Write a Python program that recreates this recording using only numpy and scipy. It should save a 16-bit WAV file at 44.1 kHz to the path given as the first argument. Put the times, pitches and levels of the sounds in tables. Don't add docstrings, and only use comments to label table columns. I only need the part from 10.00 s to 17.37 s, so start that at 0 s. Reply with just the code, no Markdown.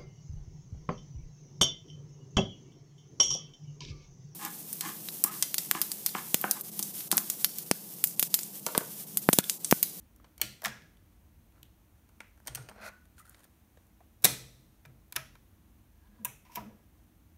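import sys
import numpy as np
from scipy import signal
from scipy.fft import rfft, irfft, next_fast_len
from scipy.io import wavfile
from scipy.ndimage import uniform_filter1d, map_coordinates

SR = 44100
rng = np.random.default_rng(int(sys.argv[2]) if len(sys.argv) > 2 else 0)


def boost_factor(decibels):
    exponent = np.asarray(decibels, float) / 20
    return 10 ** exponent


def log_audio(samples):
    frames = np.atleast_2d(samples).T
    limited = np.clip(frames, -1, 1)
    pcm = np.round(limited * 32767).astype(np.int16)
    wavfile.write(sys.argv[1], SR, pcm)


N = 325017
HZ = np.fft.rfftfreq(next_fast_len(N + SR), 1 / SR)

# low edge f/Hz, high edge f/Hz
BANDS = [(9000, 19000), (4500, 9000), (1200, 4500), (280, 1200)]
# f/Hz, width/Hz, level/dB
HAND_BODY = [(1390, 220, 4.7), (2000, 410, 9), (4300, 55, 1.8), (6860, 420, 10.7), (9040, 1200, 6.6),
             (13400, 3100, 8.8)]
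# f/Hz, width/Hz, level/dB
SWITCH_BODY = [(1000, 33, 17), (1645, 45, 21.6), (1980, 140, 14.4), (2560, 400, 20.6), (3750, 310, 11),
               (5960, 360, 18.5), (7250, 1700, 7.7), (9550, 340, 16.7), (11300, 610, 11.6),
               (13900, 1700, 16.5)]


def unit(x):
    return x / np.sqrt(np.mean(np.abs(x) ** 2) + 1e-20)


def along(points, hz):
    f, v = np.transpose(points)
    return np.interp(np.log(hz + 1), np.log(f + 1), v)


def filtered(x, response):
    m = 2 * (len(HZ) - 1)
    return irfft(rfft(x, m) * response, m)[..., :N]


def wobble(rate):
    knots = rng.standard_normal(int(N * rate / SR) + 4)
    return map_coordinates(knots, [np.arange(N) * rate / SR])


def band_edge(u):
    return 1 / (1 - u * u + 1j * np.sqrt(2) * u)


def voiced(drive, body):
    response = 1
    for k, (center, width, db) in enumerate(body):
        damping = 1j * HZ * width
        response = response + (-1) ** k * boost_factor(db) * damping / (center * center - HZ * HZ + damping)
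    split = []
    for low, high in BANDS:
        band = band_edge(HZ / high / 1.12) * band_edge(-low / 1.13 / (HZ + 1))
        split.append(unit(response * band ** 2))
    return filtered(drive, np.array(split)).sum(axis=0)


def struck(contacts, body, rattle_s, snap_db, knock_db, rise_s=0.00039):
    drive = np.zeros((len(BANDS), N + SR))
    t = np.arange(SR // 10) / SR
    noise = rng.standard_normal((len(contacts), len(BANDS), len(t)))
    t60 = rattle_s * np.array([[.58], [.75], [1.1], [1.5]])
    for (s, db, hard_db, thud_db), grit in zip(contacts, noise):
        start = round(s * SR)
        level_db = np.array([db + hard_db, db + snap_db, db - hard_db, thud_db])
        fade = boost_factor(level_db[:, None] + 1.5 - 60 * t / t60)
        drive[:, start:start + len(t)] += fade * (1 - np.exp(-t / rise_s)) * grit
        drive[:, start] += boost_factor(level_db + knock_db)
    return voiced(drive[:, :N], body)


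def slid(strokes, body, rough_db, air_db, low_db):
    ease_db = 18
    drive = np.zeros((len(BANDS), N))
    t = np.arange(N) / SR
    for start, firmest, end, db, hard_db in strokes:
        press_db = np.interp(t, [start, firmest, end], [-ease_db, 0, -ease_db], left=-120, right=-120)
        drive += boost_factor(db + press_db) * boost_factor([[hard_db + air_db], [hard_db], [0], [low_db - hard_db]])
    slips = unit(boost_factor(rough_db * wobble(300)))
    return voiced(drive * slips * rng.standard_normal(drive.shape), body)


def ringing(modes, beat_db, beat_rate, wander):
    out = np.zeros(N + SR)
    t = np.arange(SR) / SR
    knots = rng.standard_normal((len(modes), 2, 128))
    place = [np.clip(t * beat_rate, 0, 126)]
    for (s, db, hz, rise, t60), rows in zip(modes, knots):
        beat, turn = (map_coordinates(row, place) for row in rows)
        swell = boost_factor(db + beat_db * beat - 60 * t / t60) * (1 - np.exp(-t / rise))
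        start = round(s * SR)
        out[start:start + SR] += swell * np.sin(2 * np.pi * hz * t + wander * turn)
    return out[:N]


def pushed(*parts):
    return [(s, db + mode_db, hz, rise, t60)
            for modes, pushes in parts
            for s, db, rise in pushes
            for hz, mode_db, t60 in modes]


def tray_snap():
    # t/s, strength/dB, hardness/dB, thud/dB
    tray_hits = [(3.772, -66.5, -5, -56), (3.868, -71, 11, -76), (4.005, -73, 2, -56),
                 (4.2213, -55, 8, -69.5), (4.2255, -58, 8.5, -63.5), (4.228, -54, 6, -59.5),
                 (4.234, -58.5, 3, -53), (4.2398, -37, 1, -46), (4.2412, -26, 6, -39.5),
                 (4.2442, -14.5, 8, -32), (4.2465, -18, 9, -29), (4.2488, -21, 4.5, -28.5),
                 (4.2512, -14.5, 6, -29), (4.2525, -15.5, 8.5, -36), (4.2543, -27, 4, -35),
                 (4.258, -26.5, 1.5, -32.5), (4.2615, -31, 3, -38.5)]
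    # f/Hz, width/Hz, level/dB
    tray_body = [(417.6, 490, 2.5), (808.5, 58, 4.5), (1640, 120, 4.5), (2000, 220, 10), (2320, 250, 8),
                 (3900, 420, 11), (5587, 400, 1.5), (6400, 440, 8.5), (7900, 690, 4), (9560, 900, 9),
                 (11775, 890, 8.5), (14740, 1900, 8)]
    return struck(tray_hits, tray_body, rattle_s=0.015, snap_db=3.0, knock_db=11.5)


def eject_key():
    # t/s, strength/dB, hardness/dB, thud/dB
    key_hits = [
        (.161, -64, 9, -71),
        (.199, -79, -6, -58.5),
        (.2435, -66, -9.5, -54.5),
        (.2485, -74, -5.5, -57),
        (.3788, -49.5, 4.5, -62.5),
        (.398, -64.5, -5, -56.5),
        (.4055, -60, -2.5, -61),
        (.4145, -21, 4.5, -41),
        (.4185, -35, 5.5, -40),
    ]
    # f/Hz, width/Hz, level/dB
    key_body = [(1420, 350, -7.5), (2274, 150, 14), (3040, 130, 12), (4420, 190, 16), (5700, 250, 12.5),
                (6890, 690, 12.5), (8550, 530, 12), (10200, 600, 10.5), (11300, 930, 7), (13550, 900, 16)]
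    return struck(key_hits, key_body, rattle_s=0.02, snap_db=0.0, knock_db=14.0)


def spring_lift():
    # t/s, strength/dB, hardness/dB, thud/dB
    lift_hits = [(.6195, -46.5, 3, -47), (.633, -52, 1, -42), (.6395, -48, 4, -42),
                 (.642, -50.5, 18, -41.5), (.648, -32, -4, -54), (.651, -43, -10, -50.5),
                 (.6567, -27.5, -3.5, -36.5), (.662, -41, -5, -42), (.667, -39, -1.5, -34.5),
                 (.672, -50, -1, -48), (.6805, -42, -2, -63), (.69, -49, -6, -60), (.6975, -60, 5, -67),
                 (.82, -65, -9, -69)]
    # f/Hz, width/Hz, level/dB
    lift_body = [(646, 71, 13.6), (970, 290, 12), (1750, 640, 13.4), (1880, 220, 19.2), (3300, 350, 1.7),
                 (4870, 130, 8.6), (5300, 370, 2), (8140, 140, 1), (13030, 1400, 4.1)]
    return struck(lift_hits, lift_body, rattle_s=0.019, snap_db=2.5, knock_db=16.5)


def door_shut():
    # t/s, strength/dB, hardness/dB, thud/dB
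    door_hits = [(4.8512, -57, -6.5, -57), (4.857, -54.5, 2, -56), (5.081, -72, 9, -82.5),
                 (5.1238, -38, 4, -53), (5.1565, -45, -5, -47), (5.1618, -26, 3.5, -46),
                 (5.1635, -31.5, -4, -46), (5.1645, -30.5, -0.5, -48), (5.168, -44, -8, -60),
                 (5.171, -51, -5, -41), (5.3535, -60, -3, -54)]
    # f/Hz, width/Hz, level/dB
    door_body = [(984, 54, 8.3), (1286, 77, 10.1), (1620, 276, 6.7), (2400, 190, 16.6), (3620, 180, 8.05),
                 (4220, 210, 6.9), (5430, 240, 1), (11060, 400, 12), (14300, 1200, 4.4)]
    return struck(door_hits, door_body, rattle_s=0.019, snap_db=0.0, knock_db=13)


def power_press():
    # t/s, strength/dB, hardness/dB, thud/dB
    press_hits = [
        (6.19, -82, -4.5, -70),
        (6.2478, -33.5, 9.5, -47.5),
        (6.252, -35, 7, -48),
    ]
    return struck(press_hits, SWITCH_BODY, rattle_s=0.035, snap_db=-5.0, knock_db=15.0)


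def power_release():
    # t/s, strength/dB, hardness/dB, thud/dB
    release_hits = [
        (6.4505, -68, -3, -65),
        (6.497, -78, 5, -64),
        (6.5182, -64, 1, -78),
        (6.5515, -50.5, 4, -57),
        (6.556, -38.5, 6, -47),
        (6.57, -55, -4.5, -38),
    ]
    # start t/s, firmest t/s, end t/s, pressure/dB, hardness/dB
    plunger = [
        (6.445, 6.455, 6.77, -72.5, -5),
        (6.5, 6.553, 6.557, -67, 7.5),
    ]
    # f/Hz, width/Hz, level/dB
    plunger_body = [(657, 21, 7), (1002, 81, 17.7), (1760, 570, 8.5), (2500, 790, 15.9), (5700, 660, 4.1),
                    (13400, 2600, 13.6)]
    knocks = struck(release_hits, plunger_body, rattle_s=0.059, snap_db=-1.5, knock_db=1)
    return knocks + slid(plunger, plunger_body, rough_db=2.5, air_db=-8, low_db=-1.0)


def tape_pull():
    # t/s, strength/dB, hardness/dB, thud/dB
    tape_hits = [(2.375, -71, 0, -62.5), (2.4, -71, 8, -61), (2.452, -66, 2, -71), (2.4628, -57, 4, -49.5),
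                 (2.4718, -38, 4.5, -53), (2.478, -37.5, 2, -44), (2.4825, -61, 2, -50),
                 (2.5485, -35.5, 4.5, -67), (2.5545, -37, 6.5, -52), (2.571, -53, -6, -48.5),
                 (2.5775, -67, 5, -48), (2.6025, -69, 2, -56), (2.624, -58, 0, -76),
                 (2.6872, -51.5, -5.5, -47.5), (2.695, -56, 6, -50), (2.712, -73, -10, -47.5),
                 (2.759, -67, 2, -69)]
    # f/Hz, width/Hz, level/dB
    tape_body = [(630, 25, 5.9), (1300, 550, 9.2), (2150, 1300, 2.5), (3220, 68, 13), (4370, 330, 4.1),
                 (6100, 1000, 13), (8800, 280, 15), (11400, 1200, 11.6), (14400, 520, 2.5)]
    return struck(tape_hits, tape_body, rattle_s=0.028, snap_db=-0.5, knock_db=7)


def tape_slide():
    # start t/s, firmest t/s, end t/s, pressure/dB, hardness/dB
    scrapes = [(2.485, 2.49, 2.74, -76, -26), (2.55, 2.572, 2.75, -62.5, -7), (2.6, 2.642, 2.48, -73, 17),
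               (2.74, 2.785, 2.81, -58.5, -19.5), (2.75, 2.8, 2.74, -61.5, 3.5),
               (2.79, 2.822, 2.85, -55, -14), (2.8, 2.84, 2.91, -52.5, -14),
               (2.81, 2.888, 2.896, -50, -4.5), (2.84, 2.865, 2.87, -56, -2), (2.88, 2.897, 2.94, -67, -19)]
    # start t/s, firmest t/s, end t/s, pressure/dB, hardness/dB
    rustles = [(3.165, 3.195, 3.23, -64, 3), (3.245, 3.255, 3.43, -66.5, -1), (3.27, 3.298, 3.2, -84, -3),
               (3.35, 3.4, 3.43, -69.5, -5), (3.425, 3.447, 3.45, -70, 5)]
    # f/Hz, width/Hz, level/dB
    shell_body = [(630, 120, 15), (1452, 102, 23.4), (2030, 240, 11), (2490, 120, 16.2), (4130, 280, 6.7),
                  (6200, 1700, 7.3), (9650, 400, 6.6), (11900, 1200, 9.6)]
    scrape = slid(scrapes, shell_body, rough_db=1.5, air_db=-7.0, low_db=-12.5)
    return scrape + slid(rustles, HAND_BODY, rough_db=3.0, air_db=2.5, low_db=-3.5)


def tape_grip():
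    # t/s, strength/dB, hardness/dB, thud/dB
    grip_hits = [
        (2.0905, -61, 2.5, -62),
        (2.2042, -46, -6.5, -46.5),
        (2.215, -59, -3, -60),
        (2.28, -73, 6, -80),
    ]
    # f/Hz, width/Hz, level/dB
    grip_body = [(850, 200, 4.3), (1450, 120, 15.5), (2080, 240, 13), (2790, 630, 10.6), (9000, 410, 2.8),
                 (12600, 1500, 8)]
    return struck(grip_hits, grip_body, rattle_s=0.017, snap_db=0, knock_db=15.5)


def tape_fumble():
    # t/s, strength/dB, hardness/dB, thud/dB
    fumble_hits = [(3.054, -63.5, 2, -77), (3.1805, -59.5, -4.5, -68), (3.199, -73, 1, -72),
                   (3.2952, -61, 17, -69), (3.3452, -58.5, -8, -62), (3.4335, -61, 0, -64),
                   (3.442, -54.5, 2, -68.5), (3.451, -64, -1, -62)]
    return struck(fumble_hits, HAND_BODY, rattle_s=0.017, snap_db=-2.5, knock_db=12.5)


def shell_creaks():
    # t/s, peak level/dB, f/Hz
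    creaks = [(3.18, -54, 1400), (3.201, -48, 1300), (3.21, -56, 1240), (3.208, -65, 2030),
              (3.223, -61, 2000), (3.252, -54, 1371), (3.275, -55, 1450), (3.281, -60, 1300),
              (3.305, -60, 1580), (3.318, -65, 1520), (4.004, -50, 723)]
    rise_s, t60_s = .002, .045
    return ringing([(*row, rise_s, t60_s) for row in creaks], beat_db=3.5, beat_rate=215, wander=.45)


def panel_touch():
    # t/s, strength/dB, hardness/dB, thud/dB
    taps = [
        (.97, -66, -1, -67),
        (1.522, -75, -6, -71),
        (1.6295, -43.5, 3, -74),
        (1.653, -68, -4, -82),
    ]
    # f/Hz, width/Hz, level/dB
    tap_body = [(1960, 200, 6), (3070, 470, 18), (3800, 560, 9.6), (5700, 850, 7.5), (9300, 1300, 4),
                (12500, 2200, 11)]
    # start t/s, firmest t/s, end t/s, pressure/dB, hardness/dB
    rubs = [
        (1.53, 1.57, 1.62, -75.5, -16),
    ]
    tapping = struck(taps, tap_body, rattle_s=0.012, snap_db=2.0, knock_db=-2.0)
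    return tapping + slid(rubs, HAND_BODY, rough_db=6.0, air_db=-5, low_db=-9)


def switch_touch():
    # start t/s, firmest t/s, end t/s, pressure/dB, hardness/dB
    rests = [
        (5.85, 6.08, 6.08, -76.5, -18),
        (6.05, 6.16, 6.35, -76, -23),
    ]
    return slid(rests, SWITCH_BODY[:2], rough_db=4.0, air_db=-6, low_db=-24.5)


def loose_parts():
    # t/s, peak level/dB, f/Hz, rise/s, t60/s
    lone_rings = [
        (2.92, -56.5, 1480, 0.008, 0.39),
        (2.89, -71, 2600, .005, 0.26),
        (6.573, -39.5, 651, 0.0031, 0.097),
        (6.605, -60, 630, 0.0092, 0.41),
        (6.6, -69, 1666, 0.11, 0.77),
    ]
    # (t/s, peak level/dB, rise/s)
    key_ring = ([(1400, -2.5, 0.36), (1710, -5, .3), (2380, -1.5, .18), (2430, -4.5, 0.18),
                 (2970, -0.5, 0.25), (3050, -1, .3), (3450, -2, .12), (4330, -6, 0.25), (5700, -2.5, 0.26),
                 (5550, -7, .25), (611, -2, 0.18)], [(.416, -49.5, 0.0034)])
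    # (t/s, peak level/dB, rise/s)
    lift_ring = ([(1870, -2, 0.31), (1660, -2.5, 0.59), (1710, -7, 0.59), (1403, -8, 0.52),
                  (2810, -8, 0.33)], [(.655, -48, 0.0041)])
    # (t/s, peak level/dB, rise/s)
    tray_ring = ([(2000, -2.5, 0.47), (2460, 0.5, .4), (1300, -5.5, .4), (747, -2.5, 0.21),
                  (6337, 0.5, .35), (6460, -2.5, .3), (9200, -4, .25), (3600, -4.5, .3)],
                  [(4.25, -42.5, .004)])
    # (t/s, peak level/dB, rise/s)
    reel_ring = ([(2060, -4, 0.22), (2540, -10, 0.23), (1600, -6, 0.28)], [(2.208, -59.5, .015)])
    # (t/s, peak level/dB, rise/s)
    door_ring = ([(1665, 0, 0.14), (2380, 0.92, 0.132), (1300, 0, 0.24), (642, 0, .2)],
                  [(4.853, -68, 0.0039), (5.164, -45.5, 0.0034)])
    # (t/s, peak level/dB, rise/s)
    latch_ring = ([(2560, -2, 0.36), (2530, -1, 0.31), (2250, -1, 0.2), (6000, -4, 0.23), (6150, -10, 0.28),
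                   (6400, -7, 0.26)], [(6.262, -54, .015)])
    rings = lone_rings + pushed(key_ring, lift_ring, tray_ring, reel_ring, door_ring, latch_ring)
    return ringing(rings, beat_db=4.0, beat_rate=90, wander=.75)


def switch_ring():
    # (t/s, peak level/dB, rise/s)
    plate = ([(968, 0, 0.068)], [(6.04, -56, .01), (6.187, -54, .003), (6.251, -34.5, 0.002),
              (6.29, -48, .01), (6.495, -47.5, .0045), (6.508, -48, 0.0037), (6.54, -53, .005),
              (6.569, -29, 0.0034), (6.62, -42, 0.0088), (6.71, -51.5, 0.011), (6.79, -60.5, .01)])
    return ringing(pushed(plate), beat_db=2.5, beat_rate=81, wander=.35)


def cabinet_boom():
    # t/s, peak level/dB, f/Hz, rise/s, t60/s
    booms = [
        (.74, -50, 167, 0.047, 0.65),
        (2.49, -45, 57.5, 0.0094, .24),
        (4.242, -30.5, 138, .0029, .12),
        (4.243, -42.5, 126.4, 0.037, 0.98),
        (4.244, -39, 173.5, 0.0035, 0.34),
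        (4.243, -41.5, 204.4, .003, 0.27),
        (4.244, -40.5, 304.5, 0.0041, 0.34),
        (4.245, -43.5, 510, .003, 0.12),
        (4.245, -46, 454, .006, 0.55),
        (4.245, -46.5, 268, .005, .35),
    ]
    # (t/s, peak level/dB, rise/s)
    case = ([(129.2, -4, 0.35)], [(.43, -41.5, 0.0097), (.659, -36, 0.034), (1.58, -48.5, 0.013),
             (2.495, -34.5, 0.028), (2.56, -37, 0.0056), (4.861, -39.5, 0.022), (5.165, -38, 0.028),
             (6.26, -43, 0.024), (6.57, -40, 0.018)])
    # (t/s, peak level/dB, rise/s)
    front = ([(210.1, 0.0054, .3)], [(.43, -46, 0.01), (.661, -41, 0.0094), (2.18, -55.5, 0.035),
              (2.42, -52, 0.026), (2.7, -52, .015), (2.801, -32.5, 0.18), (6.08, -48.5, 0.032),
              (6.19, -44.5, 0.0081), (6.569, -37, 0.016), (6.66, -44, 0.014)])
    # (t/s, peak level/dB, rise/s)
    lid = ([(298, 0.0034, 0.098)], [(.43, -41, 0.0062), (2.49, -66, 0.026), (5.165, -52, 0.008),
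            (6.62, -38.5, 0.013)])
    return ringing(booms + pushed(case, front, lid), beat_db=2.5, beat_rate=35, wander=1.0)


def spectrum(x):
    return signal.stft(x, SR, nperseg=256, noverlap=192)


def room(parts, late_db, late_stretch, ripple_db):
    # f/Hz, t60/s
    decay = [(300, 0.42), (1000, 0.31), (2500, 0.44), (6000, .42), (10000, 0.33), (15000, 0.31)]
    # f/Hz, level/dB
    room_feed = [(300, -1), (2200, -0.5), (6000, -2), (10000, -3.5), (15000, -9.5)]
    modes = map_coordinates(rng.standard_normal(800), [HZ / 30])
    hz, t, noise = spectrum(filtered(rng.standard_normal(N), boost_factor(ripple_db * modes)))
    sent = sum(boost_factor(wet_db) ** 2 * np.abs(spectrum(x)[2]) ** 2 for x, wet_db in parts)
    sent = uniform_filter1d(sent, size=5, axis=0) * boost_factor(2 * along(room_feed, hz))[:, None]
    held = 0
    for share, stretch in [(1, 1), (boost_factor(2 * late_db), late_stretch)]:
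        left = boost_factor(-120 * t[1] / (stretch * along(decay, hz)))
        tail = [signal.lfilter([0, 0, 0, 1 - k], [1, -k], row) for k, row in zip(left, sent)]
        held = held + share * np.array(tail)
    return signal.istft(np.sqrt(np.abs(held)) * unit(noise), SR, nperseg=256, noverlap=192)[1][:N]


def background():
    # f/Hz, level per Hz/dB
    rumble_tone = [(10, -69.5), (22, -35.5), (33, -20), (45, 0), (98, -4.5), (125, -12), (245, -11.5),
                   (280, -19), (312, -11), (372, -24.5), (500, -37.5), (650, -56.5), (1100, -120)]
    # f/Hz, level per Hz/dB
    hiss_tone = [(210, -28.5), (400, -4), (700, -3.5), (1500, -9), (2300, -11), (4000, -15.5), (5000, -19),
                 (6200, -14), (7800, -18.5), (9300, -13.5), (10400, -17.5), (11800, -11.5), (15600, -13)]
    rumble = filtered(rng.standard_normal(N), boost_factor(along(rumble_tone, HZ)))
    rumble = unit(rumble * boost_factor(1.2 * wobble(1.9)))
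    hiss = filtered(rng.standard_normal(N), boost_factor(along(hiss_tone, HZ)))
    hiss = unit(hiss * boost_factor(0.48 * wobble(10.0)))
    return boost_factor(-62) * rumble + boost_factor(-70.5) * hiss


def scene():
    parts = [(tray_snap(), -8.1),
             (eject_key(), -8.1),
             (spring_lift(), -9.1),
             (door_shut(), -11),
             (power_press(), -8.1),
             (power_release(), -7),
             (tape_pull(), -9.1),
             (tape_slide(), -12.1),
             (tape_grip(), -9),
             (tape_fumble(), -11),
             (shell_creaks(), -13),
             (panel_touch(), -9),
             (switch_touch(), -12),
             (loose_parts(), -14),
             (switch_ring(), -14),
             (cabinet_boom(), -9.1)]
    direct = sum(x for x, _ in parts)
    reverb = room(parts, late_db=-14.0, late_stretch=2.1, ripple_db=1.0)
    return (direct + reverb + background())[None]


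def low_pass(x):
    return signal.sosfilt(signal.butter(12, 17000, fs=SR, output="sos"), x)


def record(dry):
    # f/Hz, level/dB
    band_limit = [(15650, 0), (15950, -22), (16700, -40), (17000, -90)]
    soft = dry / (1 + np.abs(dry / .8) ** 4) ** (1 / 4)
    return low_pass(filtered(soft, boost_factor(along(band_limit, HZ))))


dry = scene()
out = record(dry)
log_audio(out)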